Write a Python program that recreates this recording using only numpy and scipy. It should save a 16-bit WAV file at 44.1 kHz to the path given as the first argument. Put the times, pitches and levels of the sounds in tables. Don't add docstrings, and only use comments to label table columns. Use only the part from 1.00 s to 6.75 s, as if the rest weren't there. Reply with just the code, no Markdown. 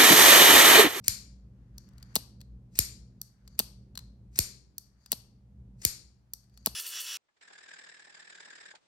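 import sys
import numpy as np
from scipy import signal
from scipy.fft import rfft, irfft, next_fast_len
from scipy.io import wavfile
from scipy.ndimage import uniform_filter1d

SR = 44100
rng = np.random.default_rng(int(sys.argv[2]) if len(sys.argv) > 2 else 0)


def transcribe(u):
    v = np.clip(np.atleast_2d(u).T, -1, 1)
    q = np.round(v * 32767).astype(np.int16)
    wavfile.write(sys.argv[1], SR, q)


N = 253575

# (time [s], click [dB], treble [dB], thump [dB], swing [s], swing [dB])
OPENS = [(0.0808, -2, 1, -35.5, 0.041, -54.5), (1.7893, -1, 3, -29.5, 0.037, -53),
         (3.3889, -2, 2, -28, 0.033, -51), (4.8504, -2.5, 2, -31.5, 0.035, -53)]
# (lock freed [s], its click [dB], snap home [s], snap [dB],
# fall to the handle [s], landing [dB], thump [dB], palm rub [dB])
CLOSES = [(0.7803, -32, 1.1546, -6, 0.0062, -10.5, -26, -69),
          (2.2147, -20.5, 2.5913, -4, .0063, -13, -29.5, -78),
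          (3.7811, -21, 4.118, -7, .0083, -17.5, -34, -80),
          (5.3352, -19.5, 5.6603, -6, .008, -18.5, -27.5, -82)]
# (frequency [Hz], level [dB])
PIVOT_COLOUR = [(500, -13.5), (1500, -11), (2300, 2), (3200, -10.5), (4400, 0.5), (7500, -2), (9000, -4.5),
                (10200, -8.5), (12000, -8.5), (14000, -15.5), (16000, -19)]


def amp(db):
    return 10 ** (np.asarray(db) / 20)


def unit(x):
    return x / np.sqrt(np.mean(x ** 2) + 1e-20)


def along(points, hz):
    freqs, values = np.transpose(points)
    return np.interp(np.log(hz + 1), np.log(freqs + 1), values)


def filtered(x, response):
    n = x.shape[-1]
    padded = next_fast_len(n + 8192)
    return irfft(rfft(x, padded) * response(np.fft.rfftfreq(padded, 1 / SR)), padded)[..., :n]


def noise(colour, size):
    return unit(filtered(rng.standard_normal(size), lambda hz: amp(along(colour, hz))))


def add(track, s, x):
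    part = track[..., max(round(s * SR), 0):][..., :x.shape[-1]]
    part += x[..., :part.shape[-1]]


def room_tone(rumble_db=-54, apart_db=-16, trim_db=0.2, hiss_db=-81):
    hum_tones = [(57.8, -69), (119.3, -60.5), (193.6, -64.5)]
    rumble_colour = [(20, -30), (40, -14), (58, 10.5), (85, -11), (120, -1), (160, -9.5), (220, -9.5),
                     (300, -21), (500, -27.5), (800, -41), (1400, -52.5), (4000, -76.5)]
    hiss_colour = [(300, -4), (750, 2.5), (1300, -5), (3000, -11.5), (6000, -14), (9000, -18.5),
                   (12000, -20), (16000, -29.5)]
    suppression = [(0.0, -51.5), (2.19, -51.6), (2.27, -61.5), (2.37, -62), (2.47, -53.5), (3.0, -51),
                   (3.42, -53), (3.6, -63), (4.08, -64.5), (4.16, -55.5), (4.45, -56.5), (4.58, -51.5),
                   (4.84, -52), (5.0, -61.5), (5.38, -64), (5.75, -52.5)]
    t = np.arange(N) / SR
    hum = np.zeros(N)
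    for hz, db in hum_tones:
        waver = .4 * noise([(1, 2.5), (5, -5.5), (20, -45.5), (100, -120)], N)
        hum += amp(db) * np.sqrt(2) * np.sin(2 * np.pi * hz * t + waver)
    rumble = amp(rumble_db) * (noise(rumble_colour, N) + amp(apart_db) * noise(rumble_colour, (2, N)))
    level = amp(trim_db + np.interp(t, *np.transpose(suppression)))
    return unit(hum + rumble) * level + amp(hiss_db) * noise(hiss_colour, (2, N))


def pivot_zip(length_s, start_hz=4800, end_hz=9300, squeak=0.97):
    progress = np.linspace(0, 1, round(length_s * SR))
    jitter_hz = 900 * rng.standard_normal(len(progress))
    pitch = end_hz + (start_hz - end_hz) * (1 - progress) ** 2 + jitter_hz
    rub = noise(PIVOT_COLOUR, len(progress)) + squeak * np.sin(2 * np.pi * np.cumsum(pitch) / SR)
    return rub * np.interp(progress, [0, .12, .35, .7, 1], [0.25, 1.6, 0.5, 1.8, 1.6])


def room_echo(x, gap_s=0.0082, build_s=.003):
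    decay_times = [(100, 2.5), (600, 0.55), (2000, 0.41), (5000, 0.4316), (9000, 0.3182), (12000, 0.23),
                   (16000, 0.21)]
    echo_colour = [(60, -13), (300, -3), (1200, 1.5), (2500, -5.5), (4700, 0), (7000, -3), (9400, -1),
                   (10200, -5.5), (11700, -1.5), (13300, -12), (15200, -8.5), (16200, -25.5)]
    likeness = [(200, 0.4), (700, 0.9), (3000, 0.056), (7000, 0.07), (9500, 1)]
    hz, t, (mid, side) = signal.stft(rng.standard_normal((2, SR * 3 // 5)), SR, nperseg=256)
    spread = np.arccos(np.clip(along(likeness, hz), 0, 1))[:, None] / 2
    stereo = np.cos(spread) * mid + np.multiply.outer([1, -1], np.sin(spread) * side)
    decay = amp(-60 * t / along(decay_times, hz)[:, None])
    tail = signal.istft(stereo * decay, SR, nperseg=256)[1]
    tail *= np.clip((np.arange(tail.shape[1]) / SR - gap_s) / build_s, 0, 1)
    tail = filtered(tail / np.linalg.norm(tail[0]), lambda f: amp(along(echo_colour, f)))
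    return signal.fftconvolve(x[None], tail, axes=1)


def in_room(x, room_db):
    both = amp(room_db) * room_echo(x)
    add(both, 0, x)
    return both


def strike(db, colour, modes, treble_db, bright_t60, ring_t60, rise_s, room_db, size=8192):
    t, hz = np.arange(size) / SR, np.fft.rfftfreq(size, 1 / SR)
    chatter = rng.standard_normal(size) * (1 - np.exp(-(t / rise_s) ** 2))
    bright, ring = (rfft(unit(chatter * amp(-60 * t / t60))) for t60 in (bright_t60, ring_t60))
    bright_share = along([(1500, 0.97), (4000, 0.09), (6500, 0.12), (9000, 0.99)], hz)
    burst = bright_share * bright + (1 - bright_share) * ring
    burst /= np.sqrt(uniform_filter1d(abs(burst) ** 2, size=170))
    modes_db = sum(peak / (1 + (2 * (hz - centre) / width) ** 2) for centre, width, peak in modes)
    shelf_db = treble_db * along([(6000, 0.032), (10000, 0.97)], hz)
    cepstrum = irfft(np.log(amp(along(colour, hz) + modes_db + shelf_db)))
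    body = np.exp(rfft(2 * cepstrum * (t > 0) * (np.arange(size) < size // 2)))
    direct, radiated = (unit(irfft(spectrum)[:size // 2]) for spectrum in (burst * body, body))
    both = amp(room_db) * room_echo(radiated)
    add(both, 0, direct)
    return amp(db - 26.0) * both


def thump(colour, lag_cycles, size=8192):
    hz = np.fft.rfftfreq(size, 1 / SR)
    lag = np.exp(-2j * np.pi * lag_cycles * np.log((hz + 1) / 400))
    push = irfft(amp(along(colour, hz)) * lag)[:size // 2]
    return push / abs(push).max()


def openings():
    pin_colour = [(200, -33.5), (1000, -23), (2000, -11), (3300, -10.5), (4500, -7), (7000, -4.5),
                  (9000, -3.5), (10200, -3), (12000, 0.5), (14500, 1.5), (16500, -13.5)]
    blade_modes = [(2340, 490, 9.5), (4280, 600, 8.5), (4790, 120, 7.5), (5500, 130, 8), (5960, 220, 5),
                   (6820, 770, 4.5), (7230, 360, 5), (7230, 190, 5), (8050, 150, -4.5), (8850, 280, 7),
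                   (9560, 230, 6.5), (11600, 220, 8)]
    recoil_colour = [(20, -13), (45, 0.5), (80, 6), (130, 3), (200, -7.5), (380, -8.5), (600, -15.5),
                     (1000, -30.5), (2500, -52.5)]
    out = np.zeros((2, N))
    push = np.linspace(0, 1, round(0.057 * SR)) ** 2
    for s, click_db, treble_db, thump_db, swing_s, swing_db in OPENS:
        loosening = amp(swing_db - 15) * push * noise(PIVOT_COLOUR, len(push))
        add(out, s - swing_s - len(push) / SR, in_room(loosening, room_db=-6))
        add(out, s - swing_s, in_room(amp(swing_db) * pivot_zip(swing_s), room_db=-13))
        add(out, s, strike(click_db, pin_colour, blade_modes, treble_db,
                           bright_t60=.0042, ring_t60=0.01, rise_s=0.00081, room_db=-6))
        add(out, s, in_room(amp(thump_db) * thump(recoil_colour, lag_cycles=1.35), room_db=-18))
    return out


def blade_singing(t60_s=.36, spread_db=2):
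    partials = [(4670, -49), (4895, -49), (5260, -50), (6900, -50), (6990, -50), (7035, -48), (8110, -56),
                (9290, -52)]
    out, t = np.zeros(N), np.arange(SR // 2) / SR
    fade = amp(-60 * t / t60_s) * (1 - np.exp(-t / .002))
    for s, click_db, *_ in OPENS:
        for hz, db in partials:
            chance, phase = rng.standard_normal(2)
            tone = np.sin(2 * np.pi * (hz * t + phase))
            add(out, s, amp(click_db + db + spread_db * chance) * fade * tone)
    return out


def closings(slot_hz=2700, slot_width_hz=1700, bounce_s=.0046):
    snap_colour = [(200, -10), (1000, -19), (2000, -11.5), (2900, -0.5), (4000, -8), (7000, -6),
                   (8500, -10), (10050, -11), (11000, 3), (13000, -3), (13900, 2.5), (15500, -6.5),
                   (16700, -9.5)]
    lock_modes = [(3023, 500, -3.5), (4497, 420, 12.5), (5750, 1100, 8), (8360, 700, 7.5), (9220, 470, 8.5),
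                  (12230, 400, 7.5), (12400, 590, -2), (15200, 1200, 4.5)]
    landing_colour = [(200, -22), (900, -11.5), (2000, -9.5), (3000, -7), (4000, -0.5), (6000, -7),
                      (9000, -1), (10200, -1.5), (12000, -10.5), (14000, -8), (15500, -7.5), (16500, -23)]
    liner_modes = [(2750, 500, 3), (4100, 550, 7), (4650, 550, 8), (5400, 600, 3), (7100, 700, 5),
                   (11800, 1400, 6)]
    recoil_colour = [(30, -30.5), (100, -6.5), (190, 5), (350, -1.5), (700, -1.5), (1100, -4),
                     (2500, -33.5)]
    tight_grip = list(lock_modes) + [(slot_hz, slot_width_hz, -16)]
    loose_grip = list(lock_modes) + [(slot_hz, slot_width_hz, 3.5)]
    out = np.zeros((2, N))
    ramp = np.linspace(0, 1, round(0.016 * SR))
    for freed, free_db, home, snap_db, fall_s, land_db, jolt_db, _ in CLOSES:
        free_treble_db = 1.5 + .8 * (free_db + 20)
        add(out, freed, strike(free_db, snap_colour, tight_grip, free_treble_db,
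                               bright_t60=0.0096, ring_t60=.012, rise_s=0.00068, room_db=-13))
        scrape = amp(snap_db - 50.5) * ramp * noise(PIVOT_COLOUR, len(ramp))
        add(out, home - len(ramp) / SR, scrape)
        add(out, home, strike(snap_db, snap_colour, loose_grip, treble_db=7,
                              bright_t60=0.008, ring_t60=.011, rise_s=0.00062, room_db=-14))
        landing = (home + fall_s, land_db, -3, jolt_db)
        rebound = (home + fall_s + bounce_s, land_db - 8, 2.5, jolt_db - 6.5)
        for s, db, treble_db, thump_db in (landing, rebound):
            add(out, s, strike(db, landing_colour, liner_modes, treble_db,
                               bright_t60=.009, ring_t60=.016, rise_s=0.00074, room_db=-20.5))
            add(out, s, in_room(amp(thump_db) * thump(recoil_colour, lag_cycles=1.4), room_db=-23.5))
    return out


def rubbing(grain_db=2, press_db_per_s=28, lift_db_per_s=400):
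    drag_colour = [(1000, -23), (3500, -22), (4200, -9), (4550, 3), (5300, -12), (6500, -6), (8000, -19.5),
                   (12000, -21), (16000, -34.5)]
    skin_colour = [(300, -8), (700, -6), (1150, 1), (1800, 0.5), (2600, -10), (6000, -15), (16000, -33.5)]
    t = np.arange(N) / SR
    swell = lambda s, width_s: np.exp(-((t - s) / width_s) ** 2)
    pivot, palm = np.zeros((2, N))
    for freed, _, home, *_, palm_db in CLOSES:
        pivot += amp(-73.5) * swell(freed + 0.053, width_s=0.052)
        pivot += amp(-74) * swell(home - .06, width_s=.065)
        palm += amp(palm_db - np.maximum(press_db_per_s * (home - t), lift_db_per_s * (t - home)))
    stick_slip = amp(grain_db * noise([(20, 1), (150, -6), (600, -38.5), (2000, -100)], N))
    return stick_slip * (pivot * noise(drag_colour, (2, N)) + palm * noise(skin_colour, (2, N)))


def ticking(ring_width_hz=520, ring_db=14, faint_per_fold=3, faint_db=-60, spread_db=2.5, faint_hz=4600):
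    clear_ticks = [(0.8882, -51.5, 5560), (0.9805, -45, 4450), (1.0266, -36, 4600), (1.405, -46, 4550),
                   (1.413, -38.5, 4180), (2.4767, -39, 4540), (2.9535, -34, 4210), (2.9746, -22.5, 4156),
                   (2.99, -32.5, 4190), (4.0603, -37, 4847), (5.5742, -40.5, 4550)]
    tick_colour = [(300, -18), (1200, -11.5), (3000, -10), (4500, -8), (8000, -8), (10200, -11),
                   (12000, -8), (16000, -19)]
    out = np.zeros((2, N))
    faint_ticks = [(freed + when * (home - freed), faint_db + spread_db * (2 * force - 1), faint_hz)
                   for freed, _, home, *_ in CLOSES for when, force in rng.random((faint_per_fold, 2))]
    for s, db, hz in list(clear_ticks) + faint_ticks:
        add(out, s, strike(db, tick_colour, [(hz, ring_width_hz, ring_db)], treble_db=0,
                           bright_t60=0.013, ring_t60=0.015, rise_s=0.00072, room_db=-15))
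    return out


def microphone(hz):
    balance = [(300, 2.5), (1000, 3), (2500, 3.5), (4200, 7.5), (6800, 10.5), (8200, 3), (10000, -1),
               (15000, -1.5)]
    left_lag = [(300, .0002), (1400, .0001), (2000, .00012), (2400, .00029), (4500, .00018), (6000, .0002),
                (8500, .000243), (16000, .00025)]
    side = np.array([[.5], [-.5]])
    return amp(side * along(balance, hz)) * np.exp(-2j * np.pi * hz * side * along(left_lag, hz))


def scene():
    knife = openings() + blade_singing() + closings() + ticking() + rubbing()
    return filtered(knife, microphone) + room_tone()


def record(dry, ceiling=.9, top_hz=16900):
    rounded = dry / (1 + abs(dry / ceiling) ** 4) ** (1 / 4)
    return filtered(rounded, lambda hz: 1 / (1 + (hz / top_hz) ** 200))


dry = scene()
out = record(dry)
transcribe(out)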